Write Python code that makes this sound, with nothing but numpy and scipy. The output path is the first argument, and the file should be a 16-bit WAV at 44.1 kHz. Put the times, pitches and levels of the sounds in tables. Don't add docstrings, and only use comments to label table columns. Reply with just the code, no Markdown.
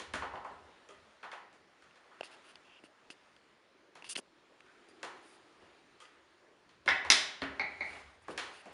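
import sys
import numpy as np
from scipy import signal
from scipy.fft import rfft, irfft
from scipy.io import wavfile
from scipy.ndimage import uniform_filter1d

SR = 44100
rng = np.random.default_rng(int(sys.argv[2]) if len(sys.argv) > 2 else 0)


def pcm_store(signal):
    levels = np.round(np.clip(np.atleast_2d(signal), -1, 1) * 32767)
    wavfile.write(sys.argv[1], SR, levels.astype(np.int16).T)


N = 384993

# start in seconds, level in dB, favoured pitch in Hz,
# focus (dB lost per octave away from that pitch), crack level in dB, thud level in dB.
DOOR_KNOCKS = [(0.0, -37.5, 487, -7, -41.5, -52), (0.137, -29, 1490, 8.5, -36, -36.5),
               (0.221, -31.5, 920, 9, -60, -55), (0.232, -38, 880, 11, -65, -58),
               (0.335, -37, 910, 19, -66, -44), (0.356, -38.5, 815, 8.5, -72, -64),
               (0.447, -36.5, 920, 13, -61, -50), (0.509, -48, 1030, 15, -72, -48.5),
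               (0.673, -54, 566, 15, -70, -79), (1.2295, -39.5, 1480, 8, -56, -52),
               (1.2395, -40, 950, 16, -67, -60), (1.316, -40, 1900, 9.5, -50, -79),
               (1.329, -40, 925, 12, -76, -59), (1.529, -59, 2000, 20, -59, -58),
               (1.822, -54, 1560, 6, -61.5, -72), (1.957, -54.5, 1470, 4, -64, -67),
               (2.113, -51.5, 1260, 15, -77, -75), (3.954, -46.5, 1000, 4, -54, -54),
               (5.03, -33.5, 970, 5, -41, -50.5), (5.62, -54.5, 450, 6, -72, -55),
               (6.692, -57, 1060, 0, -64, -73), (6.860, -42.5, 900, -3, -48, -38),
               (7.049, -33.5, 970, 6.5, -48.5, -53), (7.418, -28.5, 1660, 9, -47.5, -33.5),
               (8.282, -34, 377, 7, -49.5, -45), (8.377, -29.5, 2070, 2.5, -35, -71),
               (8.657, -46, 694, 9, -57, -45.5)]
HINGE_CLUNKS = [(0.889, -42.5, 1270, 2.5, -48, -47), (6.003, -42.5, 1340, 0, -43.5, -77)]
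CATCH_SNAPS = [(6.8775, -16, 1963, 10.5, -44, -36.5), (6.8815, -18, 1710, 9, -45, -42),
               (6.888, -16, 1960, 9.5, -48.5, -39), (7.1016, -8, 5180, 5, -10, -31)]
KNOB_CLINKS = [(7.5948, -21.5, 2380, 7, -71, -36.5), (7.8062, -25.5, 2280, 9, -57, -38.5)]
# pitch in Hz, width in Hz (narrow rings longer), strength in dB.
DOOR_TONES = [(375, 127, -3.5), (600, 199, 3.5), (636, 274, 3.5), (764, 220, 0), (1062, 140, -2.5),
              (1280, 120, -1.5), (1455, 206, -3.5), (1810, 370, -4.5), (2294, 200, -4), (2470, 290, -5),
              (3280, 940, -8.5), (4330, 330, -6.5), (5350, 1200, -18.5)]
THUD_TONES = [(90, 40, -26.5), (155, 90, -6), (286, 72, 0), (399, 25, 8), (614, 39, 8)]
PANEL_TONES = [(273.3, 4.3, 14), (72.5, 16, -8)]
HINGE_TONES = [(494, 73, -4.5), (890, 30, -3), (1250, 55, 5), (2000, 82, -1), (2520, 220, -7),
               (3250, 220, -6)]
SHELL_TONES = [(1450, 380, 3.5), (2743, 254, 10), (3450, 680, -0.5), (4680, 670, 0), (6530, 180, -12),
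               (6850, 620, -19), (9580, 2170, 2), (10830, 2500, -1.5)]
CATCH_TONES = [(810, 310, 3.5), (1150, 100, -2.5), (1400, 890, -0.5), (2037, 580, 13), (2160, 597, 10.5),
               (2546, 53, 2.5), (3440, 1180, -0.5), (4120, 810, -1), (5000, 330, -3), (5970, 660, -8.5),
               (6440, 300, -23.5), (9900, 1200, -17.5)]
KNOB_TONES = [(800, 60, 3.5), (1290, 440, -13), (2038, 293, -1.5), (2242, 273, 2), (2360, 210, -2),
              (4050, 290, -15), (4430, 240, -15), (6360, 560, -32)]
# pitch in Hz, seconds to fade by 60 dB.
ROOM_FADE = [(100, 0.92), (400, 0.76), (1100, 0.67), (2900, 0.57), (7700, 0.43), (12000, 0.3)]
# delay in milliseconds, level in dB.
WALL_ECHOES = [(1.9, -10), (3.7, -11.5), (5.6, -17), (9.2, -20.5), (14.3, -13.5), (19.1, -6.5)]
# pitch in Hz, relative level in dB.
HISS_COLOUR = [(12, -56), (20, -27), (159, -8.5), (208, -7), (367, -3), (521, -6), (629, -4), (780, -30.5),
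               (869, -20.5), (1170, -11.5), (1530, -14), (5000, -23.5), (12500, -54), (16200, -80),
               (22000, -120)]
RUSTLE_COLOUR = [(120, -28.5), (200, -13.5), (391, -7.5), (765, -1.5), (1800, -3.5), (4300, -13.5),
                 (6020, -20), (9780, -20), (11000, -27.5), (14300, -79), (22000, -120)]
# time in seconds, level in dB.
RUSTLE_LEVELS = [(0, -62), (1.12, -64), (1.5, -68.5), (2.19, -64.5), (2.29, -58), (2.38, -60.5),
                 (2.95, -68), (3.24, -65), (3.69, -69), (4.33, -68.5), (5.21, -62), (6.8, -69), (7.8, -59),
                 (7.95, -51), (8.2, -66.5), (8.46, -52), (8.6, -61.5), (8.73, -58)]
# time of the peak in seconds, level in dB.
LOW_THUMPS = [(0.0, -66), (0.14, -52), (0.22, -57), (0.34, -58), (0.5, -66), (0.63, -69), (1.0, -68.5),
              (5.03, -86), (5.64, -72), (6.22, -76), (6.9, -57), (7.1, -54), (7.49, -56), (7.63, -58),
              (7.72, -75), (7.8, -60), (7.93, -64), (8.05, -64.5), (8.16, -70), (8.29, -63.5), (8.41, -65),
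              (8.73, -67)]
# start in seconds, strength of the push in dB.
PANEL_PUSHES = [(0.138, -29), (7.101, -29), (7.421, -19.5)]
# time of the peak in seconds, level in dB, fade in dB a second.
MOAN_SWELLS = [(1.6, -76, 54), (2.3, -69, 23), (3.87, -70.5, 24), (5.05, -61, 17), (6.15, -72.5, 11)]
SQUEAK_SWELLS = [(4.89, -71, 200), (5.33, -77, 53), (5.67, -82, 100), (6.055, -69, 300)]
# start in seconds, level in dB, favoured pitch in Hz,
# push on the microphone in dB, pitch of that push in Hz.
FINGER_TICKS = [(1.9091, -55, 2200, -64, 595), (2.2088, -32.5, 2670, -28.5, 620),
                (2.2314, -39.5, 2930, -40.5, 685), (2.5556, -43, 2840, -54, 557),
                (2.8374, -53, 2710, -44, 313), (3.1022, -37.5, 2900, -44, 303),
                (3.364, -53.5, 2650, -60, 519), (4.0227, -42, 2620, -50, 872),
                (4.043, -40.5, 2860, -46, 850), (4.158, -50, 2650, -46, 780),
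                (4.164, -40, 3500, -37.5, 330), (4.178, -37, 9630, -42, 670), (4.1806, -60, 2420, -43, 428),
                (4.1875, -39, 2320, -36, 378), (4.1924, -51, 2540, -39, 336),
                (4.6049, -51.5, 3300, -50, 1700), (4.8872, -58, 6650, -50, 334),
                (6.0537, -50, 2070, -58, 546)]
# start and end in seconds, first and last level in dB,
# favoured pitch in Hz, focus in dB per octave.
FINGER_SLIDES = [(2.23, 2.286, -48, -60, 4870, 5), (2.307, 2.36, -58, -62, 5000, 2),
                 (2.428, 2.532, -65.5, -57, 5000, 0), (2.62, 2.82, -68, -58.5, 3000, 23),
                 (2.834, 2.878, -57, -65.5, 5000, 1), (3.1, 3.142, -45, -70.5, 5560, 7),
                 (4.037, 4.093, -51, -55, 4020, 4), (4.086, 4.141, -36.5, -39.5, 7900, 11),
                 (4.152, 4.169, -38, -33, 3400, 7), (4.17, 4.207, -31.5, -56, 8300, 8),
                 (4.619, 4.84, -63.5, -70, 1500, 22), (4.88, 4.93, -66, -78, 6700, 28),
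                 (5.202, 5.387, -68, -64, 9000, 6.5), (7.822, 8.05, -61.5, -68, 8900, 3),
                 (8.216, 8.252, -68, -75.5, 9500, 24), (8.3, 8.343, -49, -62.5, 8970, -0.5),
                 (8.518, 8.634, -58, -59, 2930, -1)]


def gain_of(db):
    return 10 ** (np.asarray(db) / 20)


def evened(x):
    return x / np.sqrt(np.mean(x ** 2) + 1e-20)


def packed(x):
    return x * np.sqrt(SR / 1000) / np.linalg.norm(x)


def look_up(points, hz):
    pitches, values = np.transpose(points)
    return np.interp(np.log(hz + 1), np.log(pitches + 1), values)


def add(mix, start_s, sound):
    part = mix[max(round(start_s * SR), 0):][:len(sound)]
    part += sound[:len(part)]


def band(x, low_hz, high_hz):
    sections = signal.butter(2, [low_hz, min(high_hz, SR / 2.1)], "band", fs=SR, output="sos")
    return signal.sosfilt(sections, x)


def ring(force, tones):
    out = np.zeros(len(force))
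    for k, (hz, width, db) in enumerate(tones):
        decay = np.exp(-np.pi * width / SR)
        pole = decay * np.exp(2j * np.pi * hz / SR)
        out += (-1) ** k * gain_of(db) * 2 * signal.lfilter([1 - decay], [1, -pole], force).real
    return out


def favoured(tones, hz, focus_db):
    return [(pitch, width, db - max(focus_db, 0) * abs(np.log2(pitch / hz)))
            for pitch, width, db in tones]


def chatter(peak_ms):
    age = np.arange(8000) / SR * 1000 / peak_ms
    return rng.standard_normal(len(age)) * age * np.exp(-age)


def shaped_noise(colour, patchy_db):
    frames, hz = N // 256 + 5, np.fft.rfftfreq(1024, 1 / SR)
    real, imaginary, patches = rng.standard_normal((frames, 513, 3)).T
    patches = evened(uniform_filter1d(uniform_filter1d(patches, 12, 0), 14, 1))
    spectra = (real + 1j * imaginary) * gain_of(look_up(colour, hz)[:, None] + patchy_db * patches)
    return evened(signal.istft(spectra, nperseg=1024, noverlap=768)[1][:N])


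def pitched_noise(hz, width_hz):
    tone = [(hz, width_hz, 0)]
    return evened(ring(ring(rng.standard_normal(N), tone), tone))


def swells(peaks, rise):
    t = np.arange(0, N + 64, 64) / SR
    power = sum(gain_of(db - fade * np.maximum(t - s, rise * (s - t))) ** 2 for s, db, fade in peaks)
    return np.interp(np.arange(N) / SR, t, np.sqrt(power))


def power_sum(parts):
    log_gain = .5 * np.log(sum(abs(np.fft.fft(part)) ** 2 for part in parts) + 1e-14)
    return np.fft.ifft(np.exp(np.conj(signal.hilbert(log_gain)))).real


def blows(table, tones, peak_ms, facing_db):
    direct, spread = np.zeros((2, N))
    click = signal.unit_impulse(8000)
    for s, db, hz, focus_db, crack_db, thud_db in table:
        def parts(force, tick):
            body = band(ring(force, favoured(tones, hz, focus_db)), hz / 4.2, hz * 9.5)
            crack = band(tick, 960, 29000)
            thud = ring(force, THUD_TONES)
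            return (gain_of(db) * packed(body), gain_of(crack_db) * packed(crack),
                    gain_of(thud_db) * packed(thud))
        add(direct, s, gain_of(facing_db) * sum(parts(chatter(peak_ms), chatter(0.18))))
        add(spread, s + peak_ms / 1000, power_sum(parts(click, click)))
    return direct, spread


def room(direct, spread, tail_db):
    reflections = np.zeros(SR)
    slots = np.arange(160, SR - 20, 20)
    reflections[slots + rng.integers(0, 20, len(slots))] = rng.choice([-1., 1.], len(slots))
    hz, t, spectra = signal.stft(reflections, SR, nperseg=256)
    fade = gain_of(-60 * t / look_up(ROOM_FADE, hz)[:, None])
    tail = signal.istft(spectra * fade, SR, nperseg=256)[1]
    age_s = np.arange(len(tail)) / SR
    tail *= 1 - np.exp(-age_s / 0.0037)
    tail *= 1 + 0.51 * np.exp(-age_s / 0.046)
    early = signal.unit_impulse(2000)
    for ms, db in WALL_ECHOES:
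        early[round(ms * SR / 1000)] += gain_of(db)
    late = gain_of(tail_db) * signal.fftconvolve(spread, tail / np.linalg.norm(tail))[:N]
    return signal.oaconvolve(direct, early)[:N] + late


def door_knocks():
    return room(*blows(DOOR_KNOCKS, DOOR_TONES, peak_ms=1.097, facing_db=2.0), tail_db=5.5)


def room_hiss():
    return gain_of(-69.5) * shaped_noise(HISS_COLOUR, patchy_db=3.0)


def clothes_rustle():
    times, levels = np.transpose(RUSTLE_LEVELS)
    level_db = np.interp(np.arange(N) / SR, times, levels, right=-120)
    return gain_of(level_db) * shaped_noise(RUSTLE_COLOUR, patchy_db=1.5)


def low_thumps():
    fade_db_per_s, rumble_db = 151, -92.5
    thumps = swells([(s, db, fade_db_per_s) for s, db in LOW_THUMPS], rise=1.8)
    return (thumps + gain_of(rumble_db)) * pitched_noise(hz=72.4, width_hz=39)


def panel_drumming():
    force = np.zeros(N)
    for s, db in PANEL_PUSHES:
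        add(force, s, gain_of(db) * signal.windows.hann(90))
    return band(ring(force, PANEL_TONES), 50, 500)


def hinge_clunks():
    return room(*blows(HINGE_CLUNKS, HINGE_TONES, peak_ms=1.6, facing_db=-4.5), tail_db=0.5)


def faint_moan():
    return swells(MOAN_SWELLS, rise=1.74) * pitched_noise(hz=345, width_hz=130)


def finger_ticks():
    out = np.zeros(N)
    for s, db, hz, push_db, push_hz in FINGER_TICKS:
        tick = ring(chatter(peak_ms=0.75), favoured(SHELL_TONES, hz, focus_db=9.0))
        push = ring(chatter(peak_ms=0.75), [(push_hz, 0.41 * push_hz, 0)])
        push = band(push, 0.19 * push_hz, 3200)
        add(out, s, gain_of(db) * packed(tick) + gain_of(push_db) * packed(push))
    return band(out, 150, 18000)


def finger_slides():
    out = np.zeros(N)
    for start, end, start_db, end_db, hz, focus_db in FINGER_SLIDES:
        count = round((end - start) * SR)
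        grip = gain_of(1.2 * evened(uniform_filter1d(rng.standard_normal(count), 130)))
        rub = evened(ring(rng.standard_normal(count) * grip, favoured(SHELL_TONES, hz, focus_db)))
        loudness = gain_of(np.linspace(start_db, end_db, count)) * signal.windows.tukey(count, .5)
        add(out, start, rub * loudness)
    return band(out, 150, 18000)


def hinge_squeak():
    return swells(SQUEAK_SWELLS, rise=3.3) * pitched_noise(hz=4800, width_hz=70)


def catch_snaps():
    return room(*blows(CATCH_SNAPS, CATCH_TONES, peak_ms=0.51, facing_db=0.2), tail_db=1.5)


def knob_clinks():
    return room(*blows(KNOB_CLINKS, KNOB_TONES, peak_ms=0.76, facing_db=0.0), tail_db=3.5)


def scene():
    mix = door_knocks() + catch_snaps() + knob_clinks() + hinge_clunks()
    mix += room_hiss() + hinge_squeak() + panel_drumming()
    mix += finger_ticks() + finger_slides()
    mix += faint_moan() + low_thumps() + clothes_rustle()
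    return mix[None]


def record(dry):
    hz = np.fft.rfftfreq(N, 1 / SR)
    colour_db = look_up([(7200, -1), (8050, -9), (8800, -2.5), (10600, -8.5), (11800, -33),
                         (13000, -40)], hz)
    coloured = irfft(rfft(dry) * gain_of(colour_db), N)
    treble_cut = signal.firwin(511, cutoff=13300, window=("kaiser", 9), fs=SR)
    heard = signal.oaconvolve(coloured, treble_cut[None], "same")
    return heard + gain_of(-104) * rng.standard_normal((1, N))


dry = scene()
out = record(dry)
pcm_store(out)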